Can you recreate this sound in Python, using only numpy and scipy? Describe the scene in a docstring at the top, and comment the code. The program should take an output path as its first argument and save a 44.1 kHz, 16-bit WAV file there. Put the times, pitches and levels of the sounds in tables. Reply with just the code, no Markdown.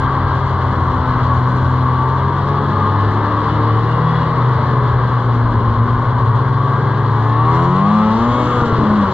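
"""A two-stroke twin snowmobile, heard from a boxed microphone pair on the rider's helmet.
From the start, sines at the firing rate and its relatives make the engine hum, whine and buzz, and shaped
noise makes its roar and hiss. The track lugs drone at their own rate; shaped noise is wind and rumble.
Later come short falling tones, first low swoops, then also higher chirps. Near the end the engine revs up
over a bank, the track spins free, and the sled thumps down: a row of blows rings the chassis."""
import sys
import numpy as np
from scipy import signal
from scipy.fft import rfft, irfft, next_fast_len
from scipy.io import wavfile
from scipy.ndimage import uniform_filter1d

SR = 44100
rng = np.random.default_rng(int(sys.argv[2]) if len(sys.argv) > 2 else 0)


def generate_wav(signal):
    """Clip the signal to [-1, 1] and save it as 16-bit WAV at the path in sys.argv[1]."""
    frames = np.transpose(np.atleast_2d(signal))
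    scaled = np.clip(frames, -1, 1) * 32767
    pcm = np.round(scaled).astype(np.int16)
    wavfile.write(sys.argv[1], SR, pcm)


N = 402633

# Engine speed: (time [s], firing rate [firings per s]); two firings make one crank turn
FIRING_RATE = [(0, 133), (.45, 133.4), (.6, 129.3), (1.35, 124.4), (1.65, 128), (1.95, 126.7), (2.1, 129.4),
               (2.3, 135.3), (2.6, 141.5), (3.15, 145.1), (3.45, 149.9), (3.75, 151.6), (4.02, 160.9),
               (4.2, 160.9), (4.55, 150.5), (5.25, 125.7), (5.7, 117.3), (6, 123.9), (6.2, 125), (6.5, 132),
               (7.05, 135.5), (7.2, 140.2), (7.36, 147.2), (7.49, 159.3), (7.58, 166), (7.72, 181),
               (7.82, 196), (7.93, 212), (8.1, 217.5), (8.27, 240), (8.36, 245), (8.55, 245.3), (8.7, 229),
               (8.8, 223), (8.87, 212), (8.97, 210), (9.05, 196), (9.13, 186)]
# Load on the engine: (time [s], extra level of roar and hiss [dB])
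ENGINE_LOAD = [(0, 1), (.85, -0.5), (1.15, 0.5), (2, -1.5), (3.55, 2), (3.85, 0.5), (4.15, 2), (4.7, 1),
               (5.4, -2), (6.7, -1.5), (7.4, 0), (7.57, 3.5), (7.72, -1.5), (7.9, 2.5), (8.3, 2.5),
               (8.6, 3), (8.76, 2.5), (9, 3), (9.13, 2.5)]
# Throttle opening sharpens the exhaust pulses: (time [s], buzz level [dB])
THROTTLE_BUZZ = [(0, -33.5), (1.6, -34), (2.2, -32.5), (3.2, -32.5), (4.3, -31.5), (4.7, -34.5), (5.4, -36),
                 (6.9, -35), (7.3, -29.5), (7.55, -26), (8.05, -26.5), (8.3, -28.5), (8.6, -29),
                 (8.75, -32), (9.13, -32)]
# Exhaust hum: (time [s], firing tone [dB], its octave [dB])
EXHAUST_HUM = [(0, -19.5, -29), (.5, -21, -34.5), (.95, -22, -26), (1.4, -15, -28), (1.95, -16.5, -27),
               (2.25, -19, -39), (2.6, -19.5, -34.5), (3.3, -35, -28), (3.5, -21.5, -28.5), (3.7, -29, -26),
               (4.1, -16.5, -45), (4.4, -24, -35), (4.85, -24.5, -43), (5.4, -29.5, -26),
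               (5.85, -19, -24.5), (6.45, -16.5, -35), (7.1, -19.5, -33), (7.36, -28, -28),
               (7.7, -19, -24.5), (7.95, -11.5, -39), (8.08, -14, -29.5), (8.24, -18, -30.5),
               (8.56, -26, -23), (8.63, -19.5, -24.5), (8.75, -27, -29), (8.81, -19.5, -30),
               (8.92, -11.5, -43), (9.04, -14.5, -50), (9.08, -23.5, -26), (9.13, -22, -30)]
# Hum tones set by engine speed alone: (firing rate [firings per s], crank tone [dB], triple firing tone [dB])
HUM_BY_SPEED = [(117, -39, -42), (125, -35, -37), (129, -37, -37), (133, -37, -34), (140, -36, -30),
                (145, -36, -33), (152, -33, -30), (161, -32, -33), (168, -30, -35), (180, -30, -35),
                (200, -31, -35), (212, -26, -35), (232, -22, -36), (242, -20, -36)]
# Cooling fan whine: (time [s], level [dB])
FAN_LEVEL = [(0, -30), (0.2, -41), (0.22, -40), (0.28, -31.5), (0.52, -46), (0.59, -55), (1.15, -35),
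             (1.26, -44.5), (1.35, -42), (1.68, -35.5), (1.86, -60), (2.21, -35), (2.42, -52), (2.67, -42),
             (3.21, -37.5), (3.49, -54.0), (4.15, -41.5), (4.58, -52), (4.7, -36), (4.84, -47), (5.01, -35),
             (5.27, -38), (5.43, -54.0), (5.87, -54.0), (5.98, -39.5), (6.42, -45), (6.88, -33),
             (7.11, -43.0), (7.32, -35.5), (7.75, -58), (8.2, -63), (8.45, -53), (8.75, -59), (9.13, -67)]
# Single crank multiples that sing out: (peak time [s], half length [s], multiple [crank rates], level [dB])
SQUEAL_EVENTS = [(0.26, 0.18, 17, -28.0), (0.9, 0.12, 18, -26.0), (1.3, 0.12, 18, -27.0),
                 (1.43, 0.1, 17, -32.0), (1.96, 0.22, 18, -26.0), (2.12, 0.22, 14, -29.0),
                 (2.17, 0.12, 16, -28.0), (2.29, 0.19, 17, -27.0), (2.5, 0.28, 18, -31.0),
                 (2.54, 0.3, 16, -29.0), (2.68, 0.33, 3, -30.0), (2.84, 0.22, 12, -36.0),
                 (2.87, 0.22, 17, -30.0), (2.91, 0.15, 15, -27.0), (2.96, 0.15, 16, -31.0),
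                 (3.74, 0.22, 15, -27.0), (3.86, 0.12, 14, -29.0), (4.11, 0.18, 13, -28.0),
                 (4.33, 0.16, 14, -27.0), (5.48, 0.1, 5, -34.0), (5.72, 0.1, 18, -28.0),
                 (6.26, 0.1, 7, -34.0), (6.64, 0.12, 17, -29.0), (7.34, 0.18, 8, -37.0),
                 (7.42, 0.1, 15, -25.0), (7.53, 0.1, 14, -26.0), (7.62, 0.11, 13, -28.0),
                 (7.62, 0.14, 10, -30.0), (7.73, 0.39, 12, -28.0), (7.83, 0.25, 11, -24.0),
                 (7.88, 0.1, 9, -32.0), (7.88, 0.3, 5, -33.0), (7.99, 0.21, 7, -35.0),
                 (8.03, 0.24, 8, -30.0), (8.06, 0.1, 15, -38.0), (8.09, 0.18, 10, -27.0),
                 (8.33, 0.19, 5, -32.0), (8.51, 0.1, 11, -33.0), (8.52, 0.28, 3, -31.0),
                 (8.56, 0.15, 14, -40.0), (8.61, 0.24, 10, -26.0), (8.68, 0.1, 12, -31.0),
                 (8.68, 0.11, 9, -28.0), (9.05, 0.09, 11, -29.0), (.1, .12, 17, -29), (.55, .12, 16, -30),
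                 (7.48, .12, 11, -31), (7.5, .12, 10, -33), (7.52, .1, 12, -30), (7.7, .12, 9, -33),
                 (2.74, .08, 38, -57), (2.96, .14, 42, -53), (2.96, .1, 48, -54), (3.12, .08, 36, -59),
                 (3.32, .06, 38, -54), (3.35, .1, 35, -57), (3.52, .04, 46, -49), (3.53, .04, 40, -47),
                 (3.71, .08, 40, -50), (3.92, .04, 36, -46), (4.1, .06, 33, -53), (4.14, .11, 42, -43),
                 (4.23, .07, 36, -50), (7.93, .06, 38, -51), (8.03, .05, 32, -47), (8.35, .07, 27, -45),
                 (8.4, .07, 30, -48), (8.4, .1, 18, -43), (8.46, .12, 21, -51), (8.36, .08, 28, -46),
                 (8.45, .12, 26, -48), (8.57, .06, 28, -47)]
# The two cylinders differ, so odd crank multiples sound too: (multiple [crank rates], extra level [dB])
BUZZ_MULTIPLES = [(3, 3), (5, 3), (7, 0), (8, 0), (9, -2), (10, -1), (11, 0), (12, 0), (13, -4), (14, 0),
                  (15, 0), (16, -1), (17, 1), (18, 1), (19, -4), (20, -3), (21, -1), (22, 0), (23, -1),
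                  (25, 1), (26, -1), (27, -2), (28, -1), (30, -3), (32, -3), (34, -3), (36, -4), (38, -5),
                  (42, -5), (46, -4), (48, -3), (50, -4), (52, -3)]
# Tone colour of the buzz: (frequency [Hz], level per tone [dB])
BUZZ_COLOUR = [(150, -9), (250, -11), (400, -9), (550, -10), (700, -11.5), (850, -5.5), (1000, -1.5),
               (1120, .5), (1250, -6), (1450, -15), (1700, -19), (2100, -22), (2500, -32), (2900, -26),
               (3400, -24), (4500, -36)]
# Colours of the noises, only their shape counts: (frequency [Hz], relative level per Hz [dB])
RASP_COLOUR = [(5500, -33), (6400, -8), (7000, 2.5), (7500, -8), (8100, -35.5), (9800, -24), (11500, -22.5),
               (13000, -66)]
ROAR_COLOUR = [(320, -42), (550, -10), (709, -11.5), (1100, 2.5), (1260, -6.5), (1350, -9.5), (1640, -11),
               (1830, -19), (2000, -18.5), (2370, -31), (2600, -44.5), (3380, -71.5), (5720, -120)]
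HISS_COLOUR = [(1410, -45.5), (2400, -9), (2540, -8), (2780, -6), (2930, -4), (3020, -2), (3130, -5),
               (3280, 0.5), (3370, -3), (3450, -0.5), (3620, -5), (3760, -2.5), (3870, -6), (4000, -1.5),
               (4200, -3.5), (4930, -12), (5400, -16.5), (7020, -42.5), (11900, -120)]
SIZZLE_COLOUR = [(3500, -37), (4800, -11.5), (5400, 3.5), (6200, 2), (7000, -2.5), (7700, -7.5),
                 (8300, -32), (9500, -29), (12000, -23.5)]
BUFFET_COLOUR = [(15, -19.5), (25, -5), (40, -2.5), (65, 1), (100, 6.5), (140, -3), (200, -20),
                 (500, -90.5)]
RUMBLE_COLOUR = [(60, -30), (110, 0), (150, 3), (200, 1), (300, -2.5), (450, -1.5), (620, -11.5),
                 (800, -29.5), (1500, -89)]
# Treble sizzle of the engine: (time [s], level [dB])
SIZZLE_LEVEL = [(0.05, -59), (0.2, -62.5), (1.74, -59.5), (1.79, -62.5), (4.26, -61.5), (5.36, -63.5),
                (7.08, -63), (7.25, -58), (7.43, -62), (7.55, -53), (7.68, -57), (8.28, -55.5),
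                (8.57, -53.5), (8.7, -52.5), (8.72, -58.5), (9.0, -57)]
# Track lugs slapping past the drive wheel: (time [s], lug rate [lugs per s])
LUG_RATE = [(0, 92.3), (.45, 93.5), (.6, 89.3), (1.35, 85.5), (1.65, 87.5), (1.95, 85), (2.1, 85.8),
            (2.4, 93.5), (3, 101.8), (3.75, 110.9), (4.02, 123.3), (4.7, 124.3), (5.1, 121), (5.85, 111.2),
            (7.2, 111.2), (7.4, 116), (7.68, 135), (8, 174.5), (8.08, 180), (8.46, 304), (8.6, 303.5),
            (9.13, 276.3)]
# Lug drone as the track grips and slips: (time [s], level [dB])
DRONE_LEVEL = [(0, -19), (0.11, -28), (0.25, -17), (0.38, -25), (0.51, -20), (0.63, -22.5), (0.91, -22),
               (1.07, -27.5), (1.37, -18.5), (1.48, -35), (1.67, -18.5), (2.06, -26.5), (2.22, -19),
               (2.6, -24), (3.0, -14), (3.49, -21), (3.67, -13.5), (4.32, -21.5), (4.47, -13), (4.67, -19),
               (4.78, -13), (5.01, -16.5), (5.4, -13.5), (5.63, -19), (5.75, -13.5), (5.89, -14),
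               (5.99, -28), (6.07, -16), (6.17, -25), (6.29, -12.5), (6.49, -20), (6.7, -19), (7.51, -13.5),
               (8.06, -21), (8.16, -29.5), (8.45, -25), (8.6, -38), (9.13, -35)]
# Air and snow: (time [s], wind buffet [dB], chassis rumble [dB])
WIND_AND_RUMBLE = [(0, -22, -28.5), (.6, -25.5, -26), (1.05, -20, -26), (1.42, -25.5, -28),
                   (1.65, -25.5, -23.5), (1.8, -32.5, -29.5), (2.6, -29.5, -24), (2.87, -27.5, -25),
                   (3.3, -30.5, -24), (3.9, -29.5, -26), (4.7, -27.5, -25), (5, -23.5, -24),
                   (5.16, -33.5, -28), (5.54, -20, -25), (6.2, -26.5, -26.5), (7, -37.5, -26),
                   (7.48, -25.5, -28.5), (7.96, -35, -29), (8.26, -24.5, -27.5), (8.45, -27, -24.5),
                   (8.8, -32, -19), (9.13, -26, -25.5)]
# Short falling tones, low swoops and higher chirps:
# (peak time [s], half length [s], pitch at the peak [Hz], fall [Hz per s], level [dB])
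FALLING_TONES = [(4.608, 0.11, 95, 70.6, -23.5), (4.965, 0.14, 83, 60.5, -26), (8.282, .05, 1070, 874, -32),
                 (8.64, 0.041, 1387, 596, -32), (8.825, 0.021, 296, 802, -22), (8.931, .03, 370, 1300, -26),
                 (9.012, .035, 286, 893, -21)]
# The sled lands and the suspension bottoms out: (time [s], blow strength before random spread [dB])
LANDING_BLOWS = [(8.578, -22), (8.622, -17), (8.667, -16), (8.726, -12), (8.788, -13.5), (8.834, -13),
                 (8.907, -21), (8.982, -21.5)]
# Ringing modes of the chassis: (frequency [Hz], relative level [dB], time to fade by 60 dB [s])
CHASSIS_MODES = [(119.6, 5, 0.16), (291, -5, 0.13), (394, -9.5, 0.04), (600, -12, 0.06), (1170, -11.5, .04)]
# The two microphone ports: (frequency [Hz], share of noise common to both [0-1],
# left minus right level [dB], lead of the left port [radians])
PORT_PAIR = [(40, .985, 1.7, -.02), (200, .995, 1.6, -.1), (500, .99, 2.8, -.09), (780, .99, 5.4, -.08),
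             (1250, .98, 3.8, -.06), (1550, .93, .5, -.19), (1850, .9, 3.5, -.35), (2450, .92, .9, -1.8),
             (2850, .74, 10, -1.45), (3350, .92, 5.7, -.47), (3950, .77, -.3, -.8), (4400, .4, 2.5, -2),
             (4800, .78, 1.5, -2.45), (5700, .3, -1.4, -3.3), (7700, .1, 17, -3.3)]

ROAR_DB, HISS_DB = -22.5, -43  # with no extra load; the roar level is at cruising throttle
ROAR_FOLLOWS = 1  # dB per dB of load
CRUISE_BUZZ_DB = -33
ROAR_PER_THROTTLE = -0.5  # dB per dB of buzz above cruising
RASP_MULTIPLES, FULL_SPEED_HZ = range(25, 32), 245  # multiples of the firing rate; firings per s
RASP_TONE_DB, RASP_NOISE_DB = -68, -67  # at full speed
RASP_FADES_DB_PER_HZ = .5  # loss for each firing per s below full speed
KNEE_DB, HELD_SHARE = -12, 0.34  # gain control: share of the excess above the knee taken off
SENSE_S, RECOVER_DB_PER_S = 0.019, 61
OVERLOAD = 1.4  # peaks round off towards this height
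CUTOFF_HZ = 13400


def from_db(db):
    """Turns decibels into a plain gain."""
    return 10 ** (np.asarray(db) / 20)


def rms_one(x):
    """Scales a sound to an rms level of 1."""
    return x / np.sqrt(np.mean(x ** 2) + 1e-20)


def in_time(rows):
    """Draws straight lines between the rows of a time table, one curve per column."""
    s, *columns = np.transpose(rows)
    return [np.interp(np.arange(N) / SR, s, column) for column in columns]


def at_hz(points, hz, axis=1):
    """Reads one column of a frequency table, in between on a log frequency scale."""
    points = np.array(points)
    return np.interp(np.log(hz + 1), np.log(points[:, 0] + 1), points[:, axis])


def filtered(x, response):
    """Multiplies the spectrum by response(hz)."""
    size = next_fast_len(N)
    hz = np.arange(size // 2 + 1) * SR / size
    return irfft(rfft(x, size) * response(hz), size)[..., :N]


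def drift(rate):
    """Slow random wander of spread 1: noise at every 40th sample, smoothed twice at rate Hz."""
    r = np.exp(-80 * np.pi * rate / SR)
    steps = rng.standard_normal(N // 40 + 2002)
    slow = signal.lfilter([1], [1, -2 * r, r * r], steps)[2000:]  # drop the filter's start-up
    return np.interp(np.arange(N) / 40, np.arange(len(slow)), rms_one(slow))


def turns(per_s):
    """Running angle in radians of something that repeats per_s times a second."""
    return 2 * np.pi * np.cumsum(per_s) / SR


def tone(angle, rms_db):
    """A sine of the given rms level, starting anywhere in its cycle."""
    return np.sqrt(2) * from_db(rms_db) * np.sin(angle + 2 * np.pi * rng.random())


def bump(since_s, half_s):
    """A smooth swell and fade around time zero."""
    return np.exp(-(since_s / half_s) ** 2)


def noise(spectrum, swell):
    """Coloured noise, partly common to both ports and partly each one's own; swell is its gain in time."""
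    common, left, right = rng.standard_normal((3, N)) * swell
    share = lambda hz: at_hz(PORT_PAIR, hz)
    colour = lambda hz: from_db(at_hz(spectrum, hz))
    both = filtered(common, lambda hz: colour(hz) * np.sqrt(share(hz)))
    own = filtered([left, right], lambda hz: colour(hz) * np.sqrt(1 - share(hz)))
    return rms_one(both + own)


def exhaust_hum(firing, firing_hz):
    """Clean low tones at the crank rate, the firing rate and twice and three times the firing rate."""
    first_db, second_db = in_time(EXHAUST_HUM)
    crank_db = at_hz(HUM_BY_SPEED, firing_hz, axis=1)
    third_db = at_hz(HUM_BY_SPEED, firing_hz, axis=2)
    low = tone(firing / 2, crank_db) + tone(firing, first_db)
    return low + tone(2 * firing, second_db) + tone(3 * firing, third_db)


def fan_whine(firing):
    """The cooling fan passes twelve blades for each firing."""
    level_db, = in_time(FAN_LEVEL)
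    return tone(12 * firing, level_db)


def squeals(firing):
    """Single multiples of the crank rate swell and fade, wavering in pitch and level."""
    out = np.zeros(N)
    waver = .7 * drift(14.0)  # radians
    level_waver_db = 2.5 * waver[::-1]  # the same wander played backwards
    for peak_s, half_s, multiple, level_db in SQUEAL_EVENTS:
        start = max(0, int((peak_s - 3 * half_s) * SR))
        stop = min(N, int((peak_s + 3 * half_s) * SR))
        near = np.arange(start, stop)
        angle = multiple * firing[near] / 2 + waver[near]
        squeal = tone(angle, level_db + level_waver_db[near])
        out[near] += squeal * bump(near / SR - peak_s, half_s)
    return out


def rasp(firing, firing_hz):
    """Near full speed the exhaust rasps: high firing multiples over a band of bright noise."""
    fade_db = RASP_FADES_DB_PER_HZ * (firing_hz - FULL_SPEED_HZ)
    out = from_db(RASP_NOISE_DB + fade_db) * noise(RASP_COLOUR, 1)
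    for k in RASP_MULTIPLES:
        out = out + tone(k * firing, RASP_TONE_DB + fade_db + 3.0 * drift(8.0))
    return out


def buzz(firing, firing_hz, buzz_db):
    """Sharp exhaust pulses sound as many crank multiples; uneven burning makes each swell and fade."""
    out = 0
    for multiple, level_db in BUZZ_MULTIPLES:
        k = multiple / 2  # in firing rates
        swell_db = level_db + at_hz(BUZZ_COLOUR, k * firing_hz) + 2.8 * drift(4.0)
        blur = (.15 + .03 * k) * drift(8.0)  # radians; higher multiples blur more
        out = out + tone(k * firing + blur, buzz_db + swell_db)
    return out


def roar_and_hiss(firing, buzz_db):
    """Roar, hiss and treble sizzle: three bands of noise that puff at the firing and crank rates."""
    load_db, = in_time(ENGINE_LOAD)
    sizzle_db, = in_time(SIZZLE_LEVEL)
    puff = 1 + 0.053 * np.sin(firing) + 0.049 * np.sin(firing / 2)
    roar_db = ROAR_DB + ROAR_FOLLOWS * load_db + ROAR_PER_THROTTLE * (buzz_db - CRUISE_BUZZ_DB)
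    roar = from_db(roar_db) * noise(ROAR_COLOUR, puff * from_db(0.64 * drift(8.6)))
    flicker = from_db(1.0 * drift(18.0))  # shared by hiss and sizzle
    hiss = from_db(HISS_DB + load_db) * noise(HISS_COLOUR, puff * flicker)
    sizzle_swell = puff * flicker * from_db(1.2 * drift(17.0))
    sizzle = from_db(sizzle_db) * noise(SIZZLE_COLOUR, sizzle_swell)
    return roar + hiss + sizzle


def engine():
    """All engine sounds follow one running firing angle, so their pitches move together."""
    firing_hz, = in_time(FIRING_RATE)
    buzz_db, = in_time(THROTTLE_BUZZ)
    firing = turns(firing_hz)
    tones = exhaust_hum(firing, firing_hz) + fan_whine(firing) + squeals(firing)
    rough = rasp(firing, firing_hz) + buzz(firing, firing_hz, buzz_db)
    return tones + rough + roar_and_hiss(firing, buzz_db)


def track():
    """The drone of the lugs, slightly unsteady on uneven snow, with a weak octave."""
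    lug_hz, = in_time(LUG_RATE)
    drone_db, = in_time(DRONE_LEVEL)
    lugs = turns(lug_hz) + 0.25 * drift(6.7)
    drone = tone(lugs, drone_db + .8 * drift(6.0))
    octave = tone(2 * lugs, -38 + 3.0 * drift(3.0))
    return drone + octave


def ride():
    """Lumpy wind on the box and the rumble of skis and chassis over the snow, both as low noise."""
    wind_db, rumble_db = in_time(WIND_AND_RUMBLE)
    wind = from_db(wind_db) * noise(BUFFET_COLOUR, from_db(0.68 * drift(13.0)))
    rumble = from_db(rumble_db) * noise(RUMBLE_COLOUR, from_db(1.1 * drift(5.4)))
    return wind + rumble


def falling_tones():
    """Low swoops and higher chirps: each is a sine that slides down while it swells and fades."""
    out = 0
    for peak_s, half_s, pitch_hz, fall_hz, level_db in FALLING_TONES:
        since = np.arange(N) / SR - peak_s
        sliding = tone(turns(pitch_hz - fall_hz * since), level_db)
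        out = out + sliding * bump(since, half_s)
    return out


def landing():
    """Each blow is a soft push that sets the chassis modes ringing with strengths of its own."""
    s, peak_db = np.transpose(LANDING_BLOWS)
    out = np.zeros(N)
    for hz, level_db, fade_s in CHASSIS_MODES:
        blows = np.full(N, 1e-18)  # tiny floor instead of exact zero
        spread_db = rng.normal(0, 1.8, len(s))
        blows[(s * SR).astype(int)] = from_db(peak_db + level_db + spread_db)
        r = from_db(-60 / (fade_s * SR))  # what is left of the ringing after one sample
        w = 2 * np.pi * hz / SR
        out += signal.lfilter([0, np.sin(w)], [1, -2 * r * np.cos(w), r * r], blows)
    soften = signal.butter(2, 1500, fs=SR, output="sos")
    return signal.sosfilt(soften, out)


def gain_control(x):
    """Turns both ports down at once when the sound passes the knee, and recovers at a steady pace."""
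    sense = int(SENSE_S * SR)
    power = uniform_filter1d(np.mean(x ** 2, axis=0), sense)
    level_db = 10 * np.log10(power + 1e-12)
    ramp = RECOVER_DB_PER_S * np.arange(N) / SR
    held_db = np.maximum.accumulate(level_db + ramp) - ramp  # falls no faster than the ramp
    cut_db = HELD_SHARE * np.maximum(held_db - KNEE_DB, 0)
    return x * from_db(-uniform_filter1d(cut_db, sense))


def scene():
    """Adds up all the sources."""
    return engine() + track() + ride() + falling_tones() + landing()


def record(dry):
    """The ports differ in level and phase; loud moments are held down, peaks rounded, the top cut."""
    side = np.array([[.5], [-.5]])  # left and right each take half of the difference
    level = lambda hz: from_db(side * at_hz(PORT_PAIR, hz, axis=2))
    lead = lambda hz: np.exp(1j * side * at_hz(PORT_PAIR, hz, axis=3))
    ports = filtered(dry, lambda hz: level(hz) * lead(hz))
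    rounded = OVERLOAD * np.tanh(gain_control(ports) / OVERLOAD)
    top_cut = signal.cheby2(12, 70, CUTOFF_HZ, fs=SR, output="sos")
    return signal.sosfilt(top_cut, rounded)


dry = scene()
out = record(dry)
generate_wav(out)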